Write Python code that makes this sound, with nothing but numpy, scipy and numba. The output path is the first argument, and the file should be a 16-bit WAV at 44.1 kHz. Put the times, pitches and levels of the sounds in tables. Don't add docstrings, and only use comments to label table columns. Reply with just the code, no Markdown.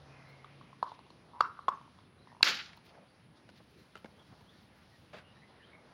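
import sys
import numpy as np
from scipy import signal
from scipy.fft import rfft, irfft, next_fast_len
from scipy.io import wavfile
from scipy.ndimage import uniform_filter1d, minimum_filter1d
from numba import njit

SR = 44100
rng = np.random.default_rng(int(sys.argv[2]) if len(sys.argv) > 2 else 0)


def waveform_to_disk(signal):
    frames = np.transpose(np.atleast_2d(signal))
    scaled = np.clip(frames, -1, 1) * 32767
    samples = np.round(scaled).astype(np.int16)
    wavfile.write(sys.argv[1], SR, samples)


def gain_from_decibels(decibels):
    exponent = np.asarray(decibels, float) / 20
    return 10 ** exponent


N = 261513
T = np.arange(N) / SR

# (frequency [Hz], density [dB per Hz])
STREET_SPECTRUM = [(25, -28), (50, -12.5), (75, -4.5), (130, -2), (200, -2), (400, -6.5), (1000, -11),
                   (2000, -15.5), (4000, -20.5), (5000, -23.5), (6300, -32), (8000, -46)]
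# (rumble [dB], traffic [dB], hiss [dB], deep [dB])
CALM_DB = [-66.5, -71.5, -72, -80]
# (closest [s], half-power time [s], rumble [dB], traffic [dB], hiss [dB], deep [dB])
LEAVING = (0.08, 0.63, -69, -63.5, -69, -70)
LORRY = (4.95, .55, -74, -72, -80, -69)
COMING = (6.5, .35, -75, -58.5, -68.5, -80)
# (start [s], length [s], pitch [Hz], glide [share of pitch], level [dB])
BIRDS = [(0.052, 0.24, 2484, .01, -66), (0.108, 0.42, 2120, -.015, -63.5), (0.261, 0.056, 4120, .05, -72.5),
         (1.6, 0.063, 4050, .1, -75), (1.732, 0.045, 6280, 0.0054, -85), (2.181, 0.07, 3970, -.01, -72),
         (2.269, 0.064, 1880, -.06, -64), (3.05, 0.033, 752, 0.011, -63), (3.079, 0.045, 4580, -.01, -79),
         (3.765, 0.077, 4090, .03, -75.5), (4.157, 0.078, 3250, .03, -68.5),
         (4.465, 0.057, 3390, 0.14, -66.5), (4.911, 0.056, 1890, -0.045, -62.5),
         (5.22, .12, 2856, -.015, -68), (5.299, 0.15, 3870, .12, -75), (5.352, 0.037, 1828, .02, -61),
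         (5.416, 0.04, 2000, 0.071, -58), (5.519, .04, 1865, -0.014, -71), (5.552, 0.027, 2280, .03, -73),
         (5.59, 0.058, 1790, -0.095, -58.5), (5.619, .04, 3050, 0.17, -63),
         (5.717, 0.048, 2190, 0.049, -56.5)]
# (start [s], length [s], low edge [Hz], high edge [Hz], level [dB])
RUBS = [(0.271, .05, 7000, 15800, -75), (.85, .09, 3600, 5000, -65), (0.926, 0.042, 1200, 5850, -65),
        (1.39, 0.022, 1500, 5000, -65), (2.192, 0.044, 150, 457, -61.5), (2.762, 0.014, 11050, 15800, -71),
        (2.826, .11, 1803, 5990, -67.5), (2.929, 0.043, 1500, 1877, -67), (2.861, .21, 559.6, 700, -62.5),
        (3.344, 0.078, 3700, 5500, -71.5), (3.495, 0.014, 500, 7000, -65.5),
        (3.551, 0.053, 2200, 5000, -64.5), (3.591, 0.031, 150, 1000, -61.5),
        (3.75, 0.11, 2500, 8000, -75.5), (4.168, 0.07, 200, 1200, -63.5), (4.313, 0.062, 199.4, 1000, -63),
        (4.5, 0.17, 3800, 5200, -72), (5.33, 0.12, 4200, 5000, -79)]
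# (frequency [Hz], level [dB])
SKIN = [(150, 0), (4500, -3), (6000, -10.5), (8000, -24), (11500, -16), (13500, -21.5), (15200, -13)]
# (time [s], peak [dB], cavity [Hz], wall ring relative level [dB], wall ring [Hz])
KNOCKS = [(0.445, -40.5, 1180, -13.5, 3460), (0.612, -44, 1100, -21, 3400), (0.642, -62, 976, -22, 3360),
          (0.73, -45, 1060, -29, 2870), (0.828, -17.5, 990, -25, 4300), (0.918, -35.5, 930, -23, 3560),
          (0.991, -44, 960, -13.5, 4240), (1.065, -54, 970, -9.5, 3290), (1.104, -50, 1000, -3.5, 4246),
          (1.4075, -9.5, 1200, -17.5, 4500), (1.533, -49, 1200, -33, 2830), (1.591, -33.5, 1154, -31, 3160),
          (1.683, -13.5, 1053, -21, 3400), (1.813, -45.5, 1016, -18, 3410), (1.878, -50.5, 940, -31, 2880),
          (1.988, -50, 985, -12.5, 3420), (2.273, -48, 980, -17, 2835), (2.318, -49, 960, -18, 3484),
          (2.327, -49.5, 895, -28.5, 3452), (2.349, -49, 940, -21, 3193), (2.367, -48.5, 984, -23, 2985),
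          (2.4086, -34.5, 984, -23, 2795), (2.774, -50, 955, -4, 4250)]
# (time [s], peak [dB], cavity [Hz])
TOUCHES = [
    (0.8378, -36.5, 1080),
    (1.4048, -30, 1000),
    (1.6808, -38, 1010),
    (1.6881, -20, 1097),
    (1.692, -33, 1100),
]
# (start [s], end [s], slip rate [1/s], cavity [Hz], level [dB])
CREAKS = [
    (1.335, 1.401, 165, 988, -46.5),
]
# (frequency [Hz], level [dB], t60 [s])
LATCH_MODES = [(900, -23.5, .01), (1310, -16, .01), (1600, -10.5, 0.018), (2300, -9, 0.0069),
               (2710, -6, .013), (3500, -12, .007), (4060, -0.5, 0.0074), (4500, -3.5, 0.0057),
               (4900, -5.5, 0.0085), (6900, -24, 0.006), (7500, -32, 0.0045), (11490, -32, 0.0047),
               (15200, -36, 0.00551)]
# (frequency [Hz], level [dB])
SNAP_TO_WALLS = [(88, -48.5), (150, -19), (466, -13.5), (637, -19), (854, -5.5), (941, -14), (1420, -3),
                 (2060, -8), (4760, -6), (7040, -19), (8070, -36.5), (11700, -30), (16000, -36.5)]
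# (time [s], peak [dB], tick [Hz], tick relative level [dB])
TAPS = [(2.731, -59, 2200, 8.5), (3.49, -51, 1480, 0.6), (3.954, -45.5, 1370, 4.5), (3.966, -53, 1320, 6),
        (3.974, -59, 3044, 8), (4.044, -39, 2170, -8.5), (4.057, -47, 1596, -4), (4.194, -55, 3330, -5),
        (4.325, -53.5, 1318, -12), (4.408, -52.5, 2200, -5), (5.134, -44.5, 1470, -14.5),
        (5.141, -45.5, 1610, -5), (5.166, -47.5, 2616, -6), (5.184, -51.5, 1553, 4)]
# (frequency [Hz], level [dB])
SLIDE_COLOUR = [(180, -48), (300, -23), (645, 5.5), (842, -16), (1170, -5), (3130, -11.5), (4750, -19),
                (7820, -38), (16000, -50)]
# (peak time [s], peak [dB], length [s])
SLEEVE = [(2.859, -76.5, 0.074), (3.5, -90, .03), (3.568, -86, .06), (3.71, -86, 0.043),
          (3.791, -80.5, 0.11), (3.975, -80, 0.048), (4.414, -77, 0.029), (4.62, -80, .05),
          (4.77, -88, 0.082), (4.998, -90.5, .08), (5.17, -85, .07)]
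# (frequency [Hz], t60 [s], level [dB])
ROOM = [(150, 0.7, -12), (500, 0.4, -7.5), (1200, 0.35, -12.5), (2500, 0.44, -7), (4500, .5, -16),
        (7000, 0.34, -11), (12020, .3, -6)]
# (frequency [Hz], level [dB])
MIC_HISS = [(8200, -13.5), (9000, -0.5), (10600, 3.5), (11300, -9), (12000, -20), (13800, -21.5),
            (15200, -7.5), (15800, -11.5), (16200, -30)]

HUM_HZ, HUM_DB, HUM_SAG_DB_PER_S = 136.3, -56, -7.5
HUM_STOP_S, HUM_STOP_EASE_S, DRONE_DB = 0.82, .04, -69.5
SNAP_S, SNAP_DB, SNAP_TO_WALLS_DB = 2.4289, 7.5, 20.5
SLIDE_S, SLIDE_DB, SLIDE_SAG_DB = 5.128, -49.5, -5.5
SLIDE_ATTACK_S, SLIDE_HOLD_S, SLIDE_RELEASE_S = 0.0067, 0.061, 0.044
REACH_S, REACH_END_S, REACH_EASE_S = 3.5, 5.05, .08
REACH_DB, STILL_DB, REACH_HISS_DB = -93, -103, -76


def noise(n=N):
    return rng.standard_normal(n)


def colour(x, points, lo_hz=1., hi_hz=21940.0):
    n = next_fast_len(len(x))
    f = np.maximum(np.fft.rfftfreq(n, 1 / SR), 1)
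    hz, db = np.transpose(points)
    edge_power = 1 / (1 + (lo_hz / f) ** 6) / (1 + (f / hi_hz) ** 6)
    gain = gain_from_decibels(np.interp(np.log(f), np.log(hz), db)) * np.sqrt(edge_power)
    y = irfft(rfft(x, n) * gain, n)[:len(x)]
    return y / y.std()


def walk(rate):
    hold = int(SR / rate)
    steps = np.repeat(noise(N // hold + 1), hold)
    w = uniform_filter1d(uniform_filter1d(steps, hold), hold)[:N]
    return w / w.std()


def swell(start_s, attack_s, hold_s, release_s):
    return np.interp(T, start_s + np.cumsum([0, attack_s, hold_s, release_s]), [0, 1, 1, 0])


def decay(t, t60):
    return np.exp(-np.log(1000) * t / t60)


def ring(hz, t60, rise_s):
    t = np.arange(int(.12 * SR)) / SR
    y = (1 - np.exp(-t / rise_s)) ** 2 * decay(t, t60) * np.sin(2 * np.pi * hz * t)
    return y / np.abs(y).max()


def crack(t60, lo_hz, hi_hz):
    t = np.arange(int(.12 * SR)) / SR
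    band = signal.butter(2, [lo_hz, hi_hz], "bandpass", fs=SR, output="sos")
    y = signal.sosfilt(band, noise(len(t)) * (1 - np.exp(-t / .0008)) * decay(t, t60))
    return y / np.abs(y).max()


def add(out, s, x):
    i = int(s * SR)
    out[i:i + len(x)] += x[:N - i]


def passing(closest_s, width_s):
    return 1 / (1 + ((T - closest_s) / width_s) ** 2)


def traffic():
    power = gain_from_decibels(np.array(CALM_DB))[:, None] ** 2
    for closest_s, width_s, *db in (LEAVING, LORRY, COMING):
        power = power + gain_from_decibels(np.array(db))[:, None] ** 2 * passing(closest_s, width_s)
    return np.sqrt(power)


def patchy(lo_hz, hi_hz, flicker_db, rate, count):
    n = next_fast_len(N)
    f = np.fft.rfftfreq(n, 1 / SR)
    whole = rfft(colour(noise(), STREET_SPECTRUM, lo_hz, hi_hz), n)
    place = np.interp(np.log(f + 1), np.log([lo_hz, hi_hz]), [0, count - 1])
    out = np.zeros(N)
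    for k in range(count):
        band = irfft(whole * np.clip(1 - np.abs(place - k), 0, 1))[:N]
        out += gain_from_decibels(flicker_db * walk(rate)) * band
    return out


def motor():
    running = 1 / (1 + np.exp((T - HUM_STOP_S) / HUM_STOP_EASE_S))
    phase = 2 * np.pi * np.cumsum(HUM_HZ + 3 * walk(15)) / SR
    hum = gain_from_decibels(HUM_DB + HUM_SAG_DB_PER_S * T + 1.9 * walk(18)) * np.sin(phase)
    drone = gain_from_decibels(DRONE_DB + 1.5 * walk(7.9)) * colour(noise(), STREET_SPECTRUM, 118, 156)
    return running * hum + (1 - running) * drone


def street():
    rumble, tyres, hiss, deep = traffic()
    out = rumble * patchy(40, 370, 2.7, 12, count=3)
    out += tyres * patchy(400, 1800, 2.2, 15, count=3)
    out += hiss * patchy(1700, 8000, 2.2, 15, count=5)
    out += deep * gain_from_decibels(2.5 * walk(6.0)) * colour(noise(), STREET_SPECTRUM, 55, 90.5)
    return out


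def birds():
    out = np.zeros(N)
    waver = walk(60)
    smear = walk(520) + 1j * walk(520)
    for s, length_s, pitch_hz, glide, db in BIRDS:
        i, n = int(s * SR), int(length_s * SR)
        u = np.linspace(0, 1, n)
        arch = .015 * (np.sin(np.pi * u) - .5)
        hz = pitch_hz * (1 + glide * (u - .5) + arch + .012 * waver[i:i + n])
        scatter = .55 + .7 * (hz / 3000) ** 1.2 * smear[i:i + n]
        shape = np.sqrt(np.sin(np.pi * u).clip(0)) * gain_from_decibels(db) * scatter
        add(out, s, np.real(shape * np.exp(2j * np.pi * np.cumsum(hz) / SR)))
    return out


def rubs():
    out, grain = np.zeros(N), walk(200)
    for s, length_s, lo_hz, hi_hz, db in RUBS:
        i, n = int(s * SR), int(length_s * SR)
        swish = colour(noise(16384), SKIN, lo_hz, hi_hz)[:n]
        add(out, s, gain_from_decibels(db + 2.4 * grain[i:i + n]) * np.sqrt(np.hanning(n)) * swish)
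    return out


def shell():
    out = np.zeros(N)
    for s, db, hz, wall_db, wall_hz in KNOCKS:
        body = ring(hz, 0.0115, .0012)
        body += 0.22 * ring(.82 * hz, 0.016, .001) + 0.2 * ring(1.17 * hz, 0.012, .001)
        body += gain_from_decibels(-21) * ring(.42 * hz, 0.016, 0.0011)
        body += gain_from_decibels(-21.5) * ring(1.45 * hz, 0.013, 0.00066)
        wall = .8 * ring(wall_hz, 0.013, .0007) + .8 * crack(0.022, 2400, 4100)
        wall += .15 * crack(0.0083, 5800, 7000) + 0.076 * crack(0.0083, 9000, 16000)
        blow = gain_from_decibels(db) * (body / np.abs(body).max() + gain_from_decibels(wall_db) * wall)
        for delay_s, share in ((-.0005, 1), (.0042, .1), (.016, .06)):
            add(out, s + delay_s, share * blow)
    return out


def spill():
    out = np.zeros(N)
    for s, db, hz, wall_db, _ in KNOCKS:
        sides = ring(1.12 * hz, .013, .0011) + .7 * ring(.8 * hz, .012, .0011)
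        add(out, s, gain_from_decibels(db - 3) * (sides + gain_from_decibels(wall_db + 1.5) * crack(.012, 2300, 5200)))
    return out


def touches():
    out = np.zeros(N)
    for s, db, hz in TOUCHES:
        add(out, s, gain_from_decibels(db) * (ring(hz, 0.012, .001) + 0.13 * crack(0.01, 1900, 5000)))
    return out


def creak():
    out = np.zeros(N)
    for start_s, end_s, rate, hz, db in CREAKS:
        chance = rng.standard_normal((40, 3))
        gaps_s = (1 + 0.17 * chance[:, 0]).clip(.3) / rate
        times = start_s + np.cumsum(gaps_s) - 1 / rate
        for s, (_, size, pitch) in zip(times[times < end_s], chance):
            add(out, s, gain_from_decibels(db + 1.4 * size) * ring(hz * (1 + .04 * pitch), 0.014, 0.0011))
    return out


def snap():
    near, click = np.zeros(N), np.zeros(N)
    latch = 0
    for k, (hz, db, t60) in enumerate(LATCH_MODES):
        latch = latch + (-1) ** k * gain_from_decibels(db) * ring(hz, t60, .0009)
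    latch = latch / np.abs(latch).max()
    latch += 0.18 * crack(0.023, 1000, 3200) + 0.015 * crack(0.021, 9500, 12000)
    thud = gain_from_decibels(-30.0) * ring(300, 0.01601, 0.00048)
    add(near, SNAP_S - .0025, .06 * crack(.03, 2000, 5000))
    add(near, SNAP_S, gain_from_decibels(SNAP_DB) * (latch + thud))
    add(near, SNAP_S + 0.0023, .25 * gain_from_decibels(SNAP_DB) * latch)
    click[int((SNAP_S + .004) * SR)] = 1
    return near, gain_from_decibels(SNAP_TO_WALLS_DB) * colour(click, SNAP_TO_WALLS) / np.sqrt(N)


def taps():
    out = np.zeros(N)
    for s, db, hz, tick_db in TAPS:
        thud = gain_from_decibels(-6.5 - max(tick_db, 0)) * ring(195.5, 0.062, 0.0014)
        board = crack(.04, 290, 1000) + thud
        tick = .5 * ring(hz, 0.04, 0.00049) + crack(0.018, 1520, 3650)
        add(out, s, gain_from_decibels(db) * (board + gain_from_decibels(tick_db) * tick))
    return out


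def slide():
    strong = rng.random(N) < .03
    grains = noise() * gain_from_decibels(2 * rng.exponential(size=N) * strong)
    drag = swell(SLIDE_S, SLIDE_ATTACK_S, SLIDE_HOLD_S, SLIDE_RELEASE_S)
    slowing_db = SLIDE_SAG_DB * ((T - SLIDE_S) / SLIDE_HOLD_S).clip(0, 2)
    return colour(grains, SLIDE_COLOUR) * gain_from_decibels(SLIDE_DB + slowing_db) * drag


def sleeve():
    grains = noise() * gain_from_decibels(1.8 * walk(130))
    reach = swell(REACH_S, REACH_EASE_S, REACH_END_S - REACH_S, REACH_EASE_S)
    gain = gain_from_decibels(STILL_DB) + gain_from_decibels(REACH_DB) * reach
    for s, db, length_s in SLEEVE:
        gain = gain + gain_from_decibels(db) * swell(s - .3 * length_s, .3 * length_s, 0, .9 * length_s) ** 2
    weave = gain_from_decibels(REACH_HISS_DB + 2.23 * walk(8)) * reach * colour(grains, SKIN, 2500, 7500)
    dry_hz_db = [(5000, -11), (8000, -13), (12000, 1.5), (13500, -2), (15000, 3.5)]
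    return weave + gain * colour(grains, dry_hz_db, 5000, 15800)


def room(x):
    t = np.arange(int(.8 * SR)) / SR
    tail = 0
    for hz, t60, db in ROOM:
        band = colour(noise(len(t)), [(1, 0), (2, 0)], hz / 1.76, hz * 1.345)
        lumps = gain_from_decibels(2.4 * walk(130)[:len(t)])
        tail = tail + gain_from_decibels(db) * np.sqrt(hz / SR / 4000) * lumps * band * decay(t, t60)
    build = 1 - np.exp(-np.maximum(t - .005, 0) / .004)
    early = 0.75 + .2 / (1 + np.exp((t - .072) / 0.0044))
    return signal.fftconvolve(x, tail * build * early)[:N]


def scene():
    far = birds()
    hands = rubs() + shell() + touches() + creak() + taps() + slide()
    latch, click = snap()
    palm = signal.butter(2, 1900, fs=SR, output="sos")
    shielded = .3 * hands + .65 * signal.sosfiltfilt(palm, hands)
    answer = gain_from_decibels(6.0) * room(.7 * shielded + spill() + click + 1.3 * far)
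    return (hands + latch + answer + far + street() + motor() + sleeve())[None]


@njit
def follow(x, attack, release):
    y, e = np.empty(len(x)), 0.
    for i in range(len(x)):
        e += (abs(x[i]) - e) * (attack if abs(x[i]) > e else release)
        y[i] = e
    return y


def roll_off(x):
    return signal.sosfilt(signal.butter(12, 16840, fs=SR, output="sos"), x)


def record(dry):
    peaks = -minimum_filter1d(-np.abs(dry[0]), size=301)
    env = follow(uniform_filter1d(peaks, size=151), 0.89, 1 / (.055 * SR))
    limited = dry * np.minimum(1, 0.8 / env)
    bass_cut = signal.butter(2, 32, "highpass", fs=SR, output="sos")
    top_cut = signal.ellip(8, .2, 40, 15900, fs=SR, output="sos")
    hiss = gain_from_decibels(-84) * colour(noise(), MIC_HISS, 8000, 15720)
    mix = signal.sosfilt(np.vstack([bass_cut, top_cut]), limited) + hiss
    return roll_off(mix)


dry = scene()
out = record(dry)
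waveform_to_disk(out)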